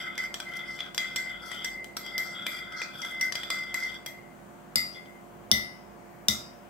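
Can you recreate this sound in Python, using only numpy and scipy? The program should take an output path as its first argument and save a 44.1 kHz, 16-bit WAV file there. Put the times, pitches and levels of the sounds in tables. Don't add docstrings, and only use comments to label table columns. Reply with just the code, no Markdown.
import sys
import numpy as np
from scipy import signal
from scipy.io import wavfile
from scipy.ndimage import uniform_filter1d

SR = 44100
rng = np.random.default_rng(int(sys.argv[2]) if len(sys.argv) > 2 else 0)


def boost(x):
    u = np.asarray(x, float) / 20
    return 10 ** u


def to_wav(s):
    ch = np.atleast_2d(s).T
    pcm = np.round(np.clip(ch, -1, 1) * 32767)
    wavfile.write(sys.argv[1], SR, pcm.astype(np.int16))


N = 295029
STIR_END = int(5.25 * SR)
SIDES = np.array([[1], [-1]])


def rms_one(x):
    return x / np.sqrt(np.mean(x ** 2) + 1e-20)


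def at_hz(points, hz):
    curve_hz, values = np.array(points).T[:2]
    return np.interp(np.log(hz), np.log(curve_hz), values)


def drift(rate):
    r = np.exp(-80 * np.pi * rate / SR)
    slow = signal.lfilter([1], [1, -2 * r, r * r], rng.standard_normal(N // 40 + 2002))
    slow = rms_one(slow[2000:])
    return np.interp(np.arange(N) / 40, np.arange(len(slow)), slow)


def band(x, low_hz, high_hz):
    return signal.sosfilt(signal.butter(2, [low_hz, high_hz], "band", fs=SR, output="sos"), x)


def mode(force, hz, t60, pan_db, lead):
    r, w = boost(-60 / (t60 * SR)), 2 * np.pi * hz / SR
    motion = signal.lfilter([1], [1, -2 * r * np.cos(w), r * r], force + 1e-18)
    before = np.concatenate([[0], motion[:-1]])
    ears = []
    for side in (.5, -.5):
        turned = np.sin(side * lead) * motion + r * np.sin(w - side * lead) * before
        ears.append(boost(side * pan_db) * turned)
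    return np.array(ears)


# pitch_hz, level_db, t60_s, left_minus_right_db, left_leads_rad
MUG_STIRRED = [(1410, 2.5, 0.0247, 4, 0.96), (1330, -6, 0.046, 22.5, 2.1), (1540, 7.5, 0.023, -7.5, -0.053),
               (1988, -7, 0.079, 19, 1.9), (2060.7, 1.5, 0.26, 0, 0.23), (2430, -1, 0.012, 1, -0.56),
               (3140, -6, 0.034, 5, -0.55), (3310, -3, 0.035, 6.5, -0.84), (3376, -1, 0.023, 7.5, 0.048),
               (3470, -13, 0.068, -11, 0.84), (3365, -12, 0.028, -3, -2), (4110, -13, 0.0068, -12, 0.11),
               (4858, -4.5, 0.059, 7.5, 0.66), (4995, -2, 0.0047, 7, 1.5)]
# pitch_hz, level_db, t60_s, left_minus_right_db, left_leads_rad
SPOON_WET = [(5580, -0.5, 0.027, -5, 4.5), (5666, 2.5, 0.024, 7.5, -1.3), (6470, 3, 0.034, 8, 2),
             (7600, 11, 0.024, 12.5, 2), (8270, 4.5, 0.019, -12, -9.5), (9350, 9, 0.0083, 4.5, 11),
             (11790, 11, 0.018, -5, 3), (12800, 6, 0.023, -3, 0)]
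PART_EDGES_HZ = [1850, 2200, 4100, 6200]
TOP_DAMPING = .4
# start_s, peak_db, ring_share_db, bowl_share_db, top_share_db
WALL_KNOCKS = [(0.1785, -22.5, -2, -11, -24), (0.342, -20.5, -14, -1, -26), (0.7904, -46, -19, 16, -33),
               (0.805, -36, -23, 10, -27), (0.979, -14, -16, -2.5, -17), (1.1605, -16.5, -52, -7, -12.5),
               (1.516, -31.5, -2, -4, -15.5), (1.6455, -25, 4.5, -9, -6), (1.8436, -34, -13, -3, -10),
               (2.18, -20.5, -38, -5.5, -10), (2.466, -26, -11, 9.5, -4.5), (2.8174, -32.5, 11.5, 7.5, -14),
               (3.018, -27, -27, -9, -23), (3.2113, -20, -31, -11, -6.5), (3.323, -20, -7, -8, -33),
               (3.354, -20, -16, -2, -23), (3.4337, -38, 11, 14, -7), (3.7428, -21, -2.5, -7, -6.5),
               (4.0618, -29, -9, -3.5, -0.5), (4.9580, -55, -37, 10, -35)]
# start_s, peak_db, ring_share_db, bowl_share_db, top_share_db
LOW_KNOCKS = [
    (0.2477, -42, -12, -8, -30),
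    (0.4014, -30, -28, 6, -11),
    (0.9464, -29, -20, -2, -10),
    (1.9677, -20.5, -18, -15, -15),
    (2.459, -50, -5, 7, -15),
    (3.049, -35.5, -23, 7, -15),
    (3.197, -44, -13, -2, -14),
    (3.5032, -17.5, -26, -3.5, -10),
    (5.0579, -60, -16, 15, -23),
]
LOW_FLOOR_DB = [-12, -5, -8, -17, -6, -2, -8, -10.5, -4]
# start_s, peak_db, bowl_share_db
TICKS = [(.0228, -39, 1), (.155, -41, 10), (.2389, -31, -8), (.4026, -30.5, 7), (.5367, -38.5, 6),
         (.5741, -41, 3), (0.5917, -42, 10), (.853, -53, 0), (0.864, -46, 7), (1.296, -41, 2),
         (1.6307, -51, -2), (2.0637, -31, -2), (2.3494, -43, 0), (2.422, -42, 7), (2.7233, -39, 6.5),
         (2.8, -39, 3), (3.0954, -38, -2), (3.1487, -41, 0), (3.5882, -33, 0), (3.6371, -42, 0),
         (3.917, -41, 0), (3.9429, -37, 0)]


def stirring(gain_db, scatter_db, chatter_s, place_db, reach):
    knocks, modes = np.array(WALL_KNOCKS + LOW_KNOCKS), MUG_STIRRED + SPOON_WET
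    floor_db = np.array([-34] * len(WALL_KNOCKS) + LOW_FLOOR_DB)
    shares_db = np.column_stack([floor_db, knocks[:, 2:4], 0 * floor_db, knocks[:, 4]])
    luck = rng.standard_normal((len(knocks), len(modes)))
    lags_s = rng.random((len(knocks), 3)) * chatter_s
    sizes = rng.uniform(-0.38, 1.0, (len(knocks), 3))
    hit_at = (knocks[:, 0] * SR).astype(int)
    again_at = ((knocks[:, :1] + lags_s) * SR).astype(int)
    tick_s, tick_db, tick_bowl_db = np.transpose(TICKS)
    grains, levels, favoured = drag_force(slips_per_s=4000, uneven_db=-1.0, catch_db=1.5, top_db=-24.5)
    out = np.zeros((2, N))
    for k, (hz, level_db, t60, pan_db, lead) in enumerate(modes):
        part = np.searchsorted(PART_EDGES_HZ, hz)
        is_wall = part == 1
        t60 = t60 * TOP_DAMPING ** (hz > PART_EDGES_HZ[3])
        rubbed = grains / np.sqrt(t60 * SR / (4 * np.log(1000)))

        wander = drift(5.1)[:STIR_END]
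        place = levels[part] * boost(level_db + place_db * (not is_wall) * wander)
        away = np.log(favoured.get(part, hz) / hz) / reach
        place /= 1 + np.minimum(away ** 2, 6.0)
        if is_wall:
            purity = 2.0
            ring = mode(rubbed / np.sqrt(purity), hz, t60 * purity, pan_db, lead)
            steady = held(ring, hold_s=.03, firmness=0.83)
            out[:, :STIR_END] += place * band(steady, hz - 85, hz + 85)
            force = np.zeros(STIR_END)
        else:
            force = band(rubbed * place, hz * .93, hz * 1.07)

        strike_db = knocks[:, 1] + shares_db[:, part] + level_db + gain_db
        strength = boost(strike_db + scatter_db * luck[:, k])
        np.add.at(force, hit_at, strength)
        np.add.at(force, again_at, strength[:, None] * sizes)
        tick_share_db = [-10, -10, tick_bowl_db, 0, -11][part]
        force[(tick_s * SR).astype(int)] += boost(tick_db + level_db + gain_db + tick_share_db)
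        out[:, :STIR_END] += mode(force, hz, t60, pan_db, lead)
    return band(out, 165, 18200)


# start_s, length_s, pressure_db, bowl_share_db, rasp_share_db
STROKES = [(0.0, 0.084, -45.5, 10.5, -7), (0.174, 0.09, -46, 3.5, 2), (0.424, 0.16, -57, 3, -7),
           (0.527, 0.18, -51.5, 6.5, -12), (0.692, 0.079, -52, 0, 0.5), (0.787, 0.076, -52, 5.5, -7),
           (0.963, 0.21, -50, 6, -3), (1.157, 0.16, -54.5, 0, 4), (1.288, 0.12, -55.5, 11.5, -13),
           (1.432, 0.16, -50, -6.5, -4), (1.517, 0.17, -51.5, 9.5, -4), (2.008, 0.15, -55, -3, 1.5),
           (2.198, 0.14, -49, -6, 1), (2.358, 0.24, -51, 4.5, -9), (2.51, 0.1, -50.5, 2, 2),
           (2.623, 0.12, -53.5, 1, -11), (2.725, 0.19, -52, -9, -5), (2.946, 0.14, -51.5, 2, -4),
           (3.035, 0.15, -51, 4.5, -7), (3.221, 0.073, -53.5, -2, 3), (3.352, 0.24, -51, 4, -5),
           (3.479, 0.16, -50.5, -7, 1), (3.615, 0.14, -55.5, 5.5, -3), (3.747, 0.12, -51, 0.5, 4.5),
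           (3.89, 0.052, -52, 5.5, -3), (0.864, 0.026, -49, 0, -13), (2.785, 0.065, -44.5, -10, -15),
           (3.243, 0.045, -55, -4, -6), (0.11, 0.14, -52, 6.5, -19), (0.607, 0.1, -57, 4.5, -11),
           (1.716, 0.05, -60.5, -4, 4.5), (2.073, 0.086, -56.5, 7.5, -13), (3.135, 0.083, -63, -5, -15),
           (3.944, 0.027, -55, 6, 2), (4.952, 0.04, -68, 13, -2), (5.053, 0.03, -73, 3, -6)]
# start_s, length_s, level_db, sag_db
LEANS = [(0.0, 0.046, -34, 17), (0.066, 0.038, -35.5, 2), (0.188, 0.069, -28.5, 5.5), (0.307, 0.17, -78, 0),
         (0.473, 0.17, -40.5, 0.5), (0.692, 0.057, -38.5, 4), (0.805, 0.11, -44, 12),
         (0.984, 0.064, -34, 0), (1.14, 0.22, -32.5, 13), (1.437, 0.18, -49, -6), (1.641, 0.2, -38.5, 6.5),
         (1.838, 0.095, -57.5, -4), (1.982, 0.1, -51, -8), (2.15, 0.071, -35, -5), (2.276, 0.15, -44, 2.5),
         (2.471, 0.15, -38, 9), (2.616, 0.084, -43.5, 4), (2.74, 0.083, -40.5, 2), (2.933, 0.06, -66, 3),
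         (3.027, 0.022, -38, -1.5), (3.122, 0.17, -39, -2.5), (3.213, 0.051, -25.5, 4.5),
         (3.358, 0.12, -39.5, 12), (3.52, 0.11, -34, 5.5), (3.652, 0.094, -48, -6), (3.745, 0.044, -28, 10),
         (3.836, 0.044, -31.5, 3.5), (3.915, 0.056, -46, 5.5), (4.065, 0.26, -42.5, 20.5),
         (0.56, 0.067, -49, 2), (1.058, 0.077, -41.5, 5), (1.249, 0.08, -43, -2), (1.755, 0.068, -46, -4),
         (2.53, 0.087, -48, -1), (3.594, 0.03, -39.5, 4), (3.79, 0.05, -39, 0)]
# time_s, pitch_hz
BOWL_PITCH = [(0.0, 3020), (0.17, 3130), (0.3, 3000), (0.59, 3140), (0.73, 3040), (0.96, 3310),
              (1.39, 3020), (1.45, 3460), (1.5, 3210), (2.0, 3180), (2.08, 3270), (2.56, 3480), (2.6, 3460),
              (3.29, 3310), (3.32, 3490), (3.89, 3240), (3.93, 3470), (4.1, 3440)]
# time_s, pitch_hz
FLOOR_PITCH = [(0.0, 1450), (0.09, 1340), (0.16, 1410), (1.21, 1454), (1.61, 1360), (1.64, 1480),
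               (2.17, 1410), (3.16, 1410), (3.25, 1483), (3.6, 1350), (3.84, 1480), (3.9, 1380),
               (3.95, 1484), (4.1, 1410)]


def drag_force(slips_per_s, uneven_db, catch_db, top_db):
    sizes = boost(uneven_db * np.minimum(rng.exponential(1, N), 4)) * rng.choice([-1, 1], N)
    slips = rng.random(N) < slips_per_s / SR
    grains = rms_one(sizes * slips * boost(catch_db * drift(43)))[:STIR_END]
    start, length, press_db, bowl_db, rasp_db = np.transpose(STROKES)
    floor, bowl, rasp = [swells(start, length, press_db + share_db, sag_db=6, attack_s=0.068, release_s=0.0069)
                         for share_db in (0, bowl_db, rasp_db)]
    ring = swells(*np.transpose(LEANS), attack_s=0.074, release_s=.07)
    t = np.arange(STIR_END) / SR
    bowl_hz = np.interp(t, *np.transpose(BOWL_PITCH))
    floor_hz = np.interp(t, *np.transpose(FLOOR_PITCH))
    levels = [floor, ring, bowl, rasp, rasp * boost(top_db)]
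    return grains, levels, {0: floor_hz, 2: bowl_hz, 3: 4930}


def swells(start, length, level_db, sag_db, attack_s, release_s, struck=True):
    t, power = np.arange(0, STIR_END + 64, 64) / SR, 1e-14
    opening = [row[0] for row in WALL_KNOCKS + LOW_KNOCKS if row[1] > -30]
    knocks = np.array(opening)
    reach_s, knock_rise_s = .025, .003
    for s, span, db, sag in np.broadcast(start, length, level_db, sag_db):
        near, rise = knocks[np.argmin(abs(knocks - s))], attack_s
        if struck and abs(near - s) < reach_s:
            s, span, rise = near + knock_rise_s, span + s - near, knock_rise_s
        corners_s = np.cumsum([s - rise, rise, span, release_s])
        shape_db = np.interp(t, corners_s, [-30, 0, -sag, -sag - 30])
        sounding = (t > s - rise) * (t < s + span + release_s)
        power = power + boost(db + shape_db) ** 2 * sounding
    return np.interp(np.arange(STIR_END) / SR, t, np.sqrt(power))


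def held(ring, hold_s, firmness):
    swell = np.sqrt(uniform_filter1d(np.mean(ring ** 2, axis=0), int(hold_s * SR)) + 0.0067)
    return ring / swell ** np.clip(firmness, 0, 1)


# start_s, length_s, level_db, thin_hiss_share_db
SKIDS = [
    (0.473, 0.098, -59, -3),
    (0.713, 0.027, -53, -28),
    (0.793, 0.029, -53.5, -22),
    (1.46, 0.085, -54, -4),
    (2.24, .08, -55, -22),
    (2.522, 0.069, -58.5, 0.5),
    (2.776, 0.066, -44.5, -26),
    (2.986, 0.13, -66.5, 7),
    (3.786, 0.09, -51.5, -12),
    (4.942, 0.023, -59, -21),
]


def skids(grains_per_s, rough_db):
    hits = rng.random(STIR_END) < grains_per_s / SR
    grains = rng.standard_normal((3, STIR_END)) * hits * boost(rough_db * drift(30)[:STIR_END])
    pair = grains[0] + grains[1:]
    start, length, level_db, thin_db = np.transpose(SKIDS)
    out = np.zeros((2, N))
    for low, high, share_db in ((4100, 6120, 0), (6120, 14500, thin_db)):
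        hiss = rms_one(band(band(pair, low, high), low, high))
        level = swells(start, length, level_db + share_db, 0, attack_s=.05, release_s=.05, struck=False)
        out[:, :STIR_END] += hiss * level
    return out * boost(2.0 * SIDES)


# start_s, peak_db, wall_sharper_per_mille
TAPS = [
    (4.7575, -10, 0),
    (5.5144, -2.5, 4),
    (6.2842, -4, 0.5),
]
STRUCK_LOW_HZ = [75, 125, 212, 620, 1350, 2003, 2086, 2900, 3540, 3640, 3695, 3790, 4300]
STRUCK_HIGH_HZ = [4895, 5015, 5660, 5780, 7300, 8300, 9590, 10800, 12000, 12850, 14400, 15100]
# t60_s, left_minus_right_db, left_leads_rad, tap_one_db, tap_two_db, tap_three_db
MUG_STRUCK = [(0.32, 0, 0.5, -39, -35, -35.5), (0.29, -1, 0, -33.5, -33.5, -34),
              (0.18, -2, -0.23, -26, -25, -25), (0.015, 1, 5, -20, -21, -22.5),
              (0.013, 3.5, 3.5, -15, -27, -18.5), (0.28, 7.5, 2.5, -14.5, -19, -22),
              (0.3, 3.5, 2.5, -13, -26, -28), (0.0083, 1, 2, -12.5, -12.5, -43),
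              (0.0096, 14.5, 4, -14.5, -8, -12), (0.0087, -16.5, -14.5, -44, -12, -14.5),
              (0.3, -7.5, -2.5, -35, -39, -38), (0.038, 7, 2, -25, -25, -14),
              (0.0053, 12.5, 6, -47, -12, -43)]
# t60_s, left_minus_right_db, left_leads_rad, tap_one_db, tap_two_db, tap_three_db
SPOON_STRUCK = [(0.23, 13.5, -7.5, -17, -36, -27), (0.016, 7, -2.5, -0.5, -5, -10),
                (0.039, 15, 0, -26, -17.5, -18), (0.013, 9.5, 3, -26, -7.5, -7.5),
                (0.012, 3, 7, -6.5, -34, -10.5), (0.0075, 17.5, 8, -7.5, -28, -14.5),
                (0.039, -1, 4.5, -5.5, -10.5, -48), (0.018, 15.5, -2.5, -56, -28, -16.5),
                (0.0051, 11, -2.5, -9, -11, -46), (0.03, -1, -12, -13.5, -29, -24),
                (0.0092, -1, 13.5, -32, -26, -32), (0.006, 3, -2.5, -26, -15, -24)]
# pitch_hz, t60_s, left_minus_right_db, left_leads_rad, tap_one_db, tap_two_db, tap_three_db
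LINGERING = [(3644, 0.35, 1, 1.9, -50, -39, -44), (3760, .35, 4, -1, -50, -40.5, -35),
             (4231, .25, 2, 1.5, -41, -51, -56), (5000, .4, 7, 1, -43, -41, -32.5),
             (4800, 0.34, 1, -2, -17, -48, -43), (5490, 0.55, -3, 1, -45, -39.5, -42),
             (5710, .42, 3.5, 2, -45, -42, -36), (6540, .2, -2, 1, -55, -60, -38),
             (7470, 0.2, 10, 0.71, -35.5, -56.5, -49), (8040, .25, -2.5, 1, -55, -55, -39),
             (8660, .17, -3, 1.6, -59, -56, -42), (9750, .22, 0, 1, -41, -35.5, -45)]
# t60_s, left_minus_right_db, left_leads_rad for the lower, then the upper
WALL_RING = [
    (.24, 8.1, 3, .2, 1, 1),
    (0.32, 11, -2, 0.24, 6.5, -1.9),
    (0.1, 11, 1.5, 0.15, 7, -1.1),
]
# start_s, level_db
GRAZES = [
    (4.948, -37),
    (5.06, -46),
    (5.14, -51),
]


def rim_taps(gain_db, contact_s, rebound):
    out = np.zeros((2, N + SR))
    pitches = STRUCK_LOW_HZ + STRUCK_HIGH_HZ
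    modes = [(hz, *row) for hz, row in zip(pitches, MUG_STRUCK + SPOON_STRUCK)] + LINGERING
    loudest_wall_db = max(MUG_STRUCK[5][3], MUG_STRUCK[6][3])
    for hz, t60, pan_db, lead, *levels_db in modes:
        top = hz > PART_EDGES_HZ[3] and t60 < .1
        wall = PART_EDGES_HZ[0] < hz < PART_EDGES_HZ[1]
        for (s, peak_db, sharper), level_db, wall_pair in zip(TAPS, levels_db, WALL_RING):
            force = np.zeros(int(.62 * SR))
            at = int(0.86 / hz * SR)
            pitch = hz * (1 + sharper * wall / 1000)
            force[at] = boost(peak_db + level_db + gain_db + 3 * top)
            for k in (1, 2):
                force[at + int(k * contact_s * SR)] = rebound * force[at] * (hz > PART_EDGES_HZ[1])
            if wall:
                t60, pan_db, lead = np.reshape(wall_pair, (2, 3))[int(hz == STRUCK_LOW_HZ[6])]
                for graze_s, graze_db in GRAZES:
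                    if s < graze_s:
                        force[int((graze_s - s) * SR)] = boost(graze_db + level_db - loudest_wall_db)
                fade = np.exp(-1 / (0.024 * SR))
                turn = np.exp(2j * np.pi * pitch / SR)
                force = 2 * signal.lfilter([1 - fade], [1, -fade * turn], force).real
            first = int(s * SR)
            out[:, first:first + len(force)] += mode(force, pitch, t60 * TOP_DAMPING ** top, pan_db, lead)
    return out[:, :N]


def cracks(events, gain_db, t60, low_hz, high_hz):
    force = np.zeros(N)
    force[[int(row[0] * SR) for row in events]] = boost([row[1] + gain_db for row in events])
    envelope = signal.lfilter([1], [1, -boost(-60 / (t60 * SR))], force)
    return band(envelope * rng.standard_normal((2, N)), low_hz, high_hz)


# pitch_hz, t60_s
ROOM_T60 = [(250, 0.59), (1000, 0.61), (4000, 0.4), (8000, 0.35), (13000, 0.32)]


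def room(x, alike_below_hz):
    t = np.arange(int(.6 * SR)) / SR
    edges = np.geomspace(260, 17500, 8)
    white, tail = rng.standard_normal((2, len(t))), 0
    for low, high in zip(edges, edges[1:]):
        alike = 1 / (1 + (low / alike_below_hz) ** 2)
        pair = np.array([white[0], alike * white[0] + np.sqrt(1 - alike ** 2) * white[1]])
        tail = tail + band(pair, low, high) * boost(-60 * t / at_hz(ROOM_T60, np.sqrt(low * high)))
    tail *= np.clip((t - .003) / 0.0015, 0, 1)
    tail /= np.sqrt(np.sum(tail ** 2) / 2)
    tail *= boost(-.5 * SIDES)
    return signal.fftconvolve(x, tail, axes=1)[:, :N]


# pitch_hz, rms_db, left_minus_right_db, left_leads_rad
HUM = [
    (52, -65, 7, 0.13),
    (202, -58, -3, -1.6),
    (246.7, -66, -6, 0.12),
    (349.3, -55.5, -16, 1.63),
    (586, -63, -5, -0.52),
    (705.6, -58.5, 6, -1.23),
]
MIC_LOW_HZ = 41.6


def hum(waver_db, wander_rad):
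    t, out = np.arange(N) / SR, 0
    for hz, level_db, pan_db, lead in HUM:
        phase = 2 * np.pi * hz * t + wander_rad * drift(2.0) + lead * SIDES / 2
        near = boost(pan_db * SIDES / 2 - abs(pan_db) / 2)
        unsteady = 6.5 if hz < 2 * MIC_LOW_HZ else 1
        level = np.sqrt(2) * boost(level_db + 1.5 + waver_db * unsteady * drift(4.6))
        out = out + level * near * np.sin(phase)
    return out


# pitch_hz, density_db_per_hz
AIR = [(25, -32), (50, -44), (110, -8), (190, -2.5), (300, -10.5), (450, -11.5), (690, -8), (1250, -12.5),
       (1900, -18.5), (4000, -33.5), (5900, -33), (7300, -29), (10000, -40.5), (14000, -32)]
# pitch_hz, likeness_0_to_1
AIR_LIKENESS = [(60, 0.92), (250, 1), (450, 1), (900, 0.04), (2500, 0.17), (12000, .05)]
# pitch_hz, left_minus_right_db
AIR_BALANCE = [(50, 17), (100, -4.5), (220, -1.5), (450, -10.5), (850, 3.5), (3000, 1.5), (12000, 3)]


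def air(patchy_db):
    out, edges = 0, 25 * 2 ** np.arange(0, 9.6, .5)
    white = rng.standard_normal((2, 2, N))
    for k, (low, high) in enumerate(zip(edges, edges[1:])):
        mid, side = band(white[k % 2], low, high)
        hz = np.sqrt(low * high)
        alike = np.clip(at_hz(AIR_LIKENESS, hz), 0, 1)
        gain = boost(at_hz(AIR, hz) + patchy_db * drift(1.3) + at_hz(AIR_BALANCE, hz) / 2 * SIDES)
        out = out + gain * (np.sqrt(1 + alike) * mid + np.sqrt(1 - alike) * side * SIDES)
    return boost(-51) * rms_one(out)


def scene():
    stir = stirring(gain_db=-12.5, scatter_db=5.0, chatter_s=.004, place_db=2.5, reach=0.073)
    stir += cracks(WALL_KNOCKS + LOW_KNOCKS, gain_db=-5.0, t60=0.024, low_hz=1000, high_hz=7700)
    stir += skids(grains_per_s=2400, rough_db=4.5)
    taps = rim_taps(gain_db=0.5, contact_s=0.0007, rebound=0.24)
    taps += cracks(TAPS, gain_db=-13, t60=0.012, low_hz=2800, high_hz=10000)
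    taps += cracks(TAPS, gain_db=-16.0, t60=0.013, low_hz=12000, high_hz=18000)
    sent = stir + boost(-0.5) * taps
    sent = sent - .75 * band(sent, *PART_EDGES_HZ[:2])
    reverb = boost(-3) * room(sent, alike_below_hz=540)
    return stir + taps + reverb + hum(waver_db=0.5, wander_rad=0.86) + air(patchy_db=1.0)


def low_pass(x):
    return signal.sosfilt(signal.butter(12, 16640, fs=SR, output="sos"), x)


def record(dry):
    heard = signal.sosfilt(signal.butter(4, MIC_LOW_HZ, "high", fs=SR, output="sos"), dry)
    rounded = 1.2 * np.tanh(heard / 1.2)
    cut = signal.sosfilt(signal.cheby2(14, 26, 15950, fs=SR, output="sos"), rounded)
    mix = np.clip(cut, -.97, .97)
    return low_pass(mix)


dry = scene()
out = record(dry)
to_wav(out)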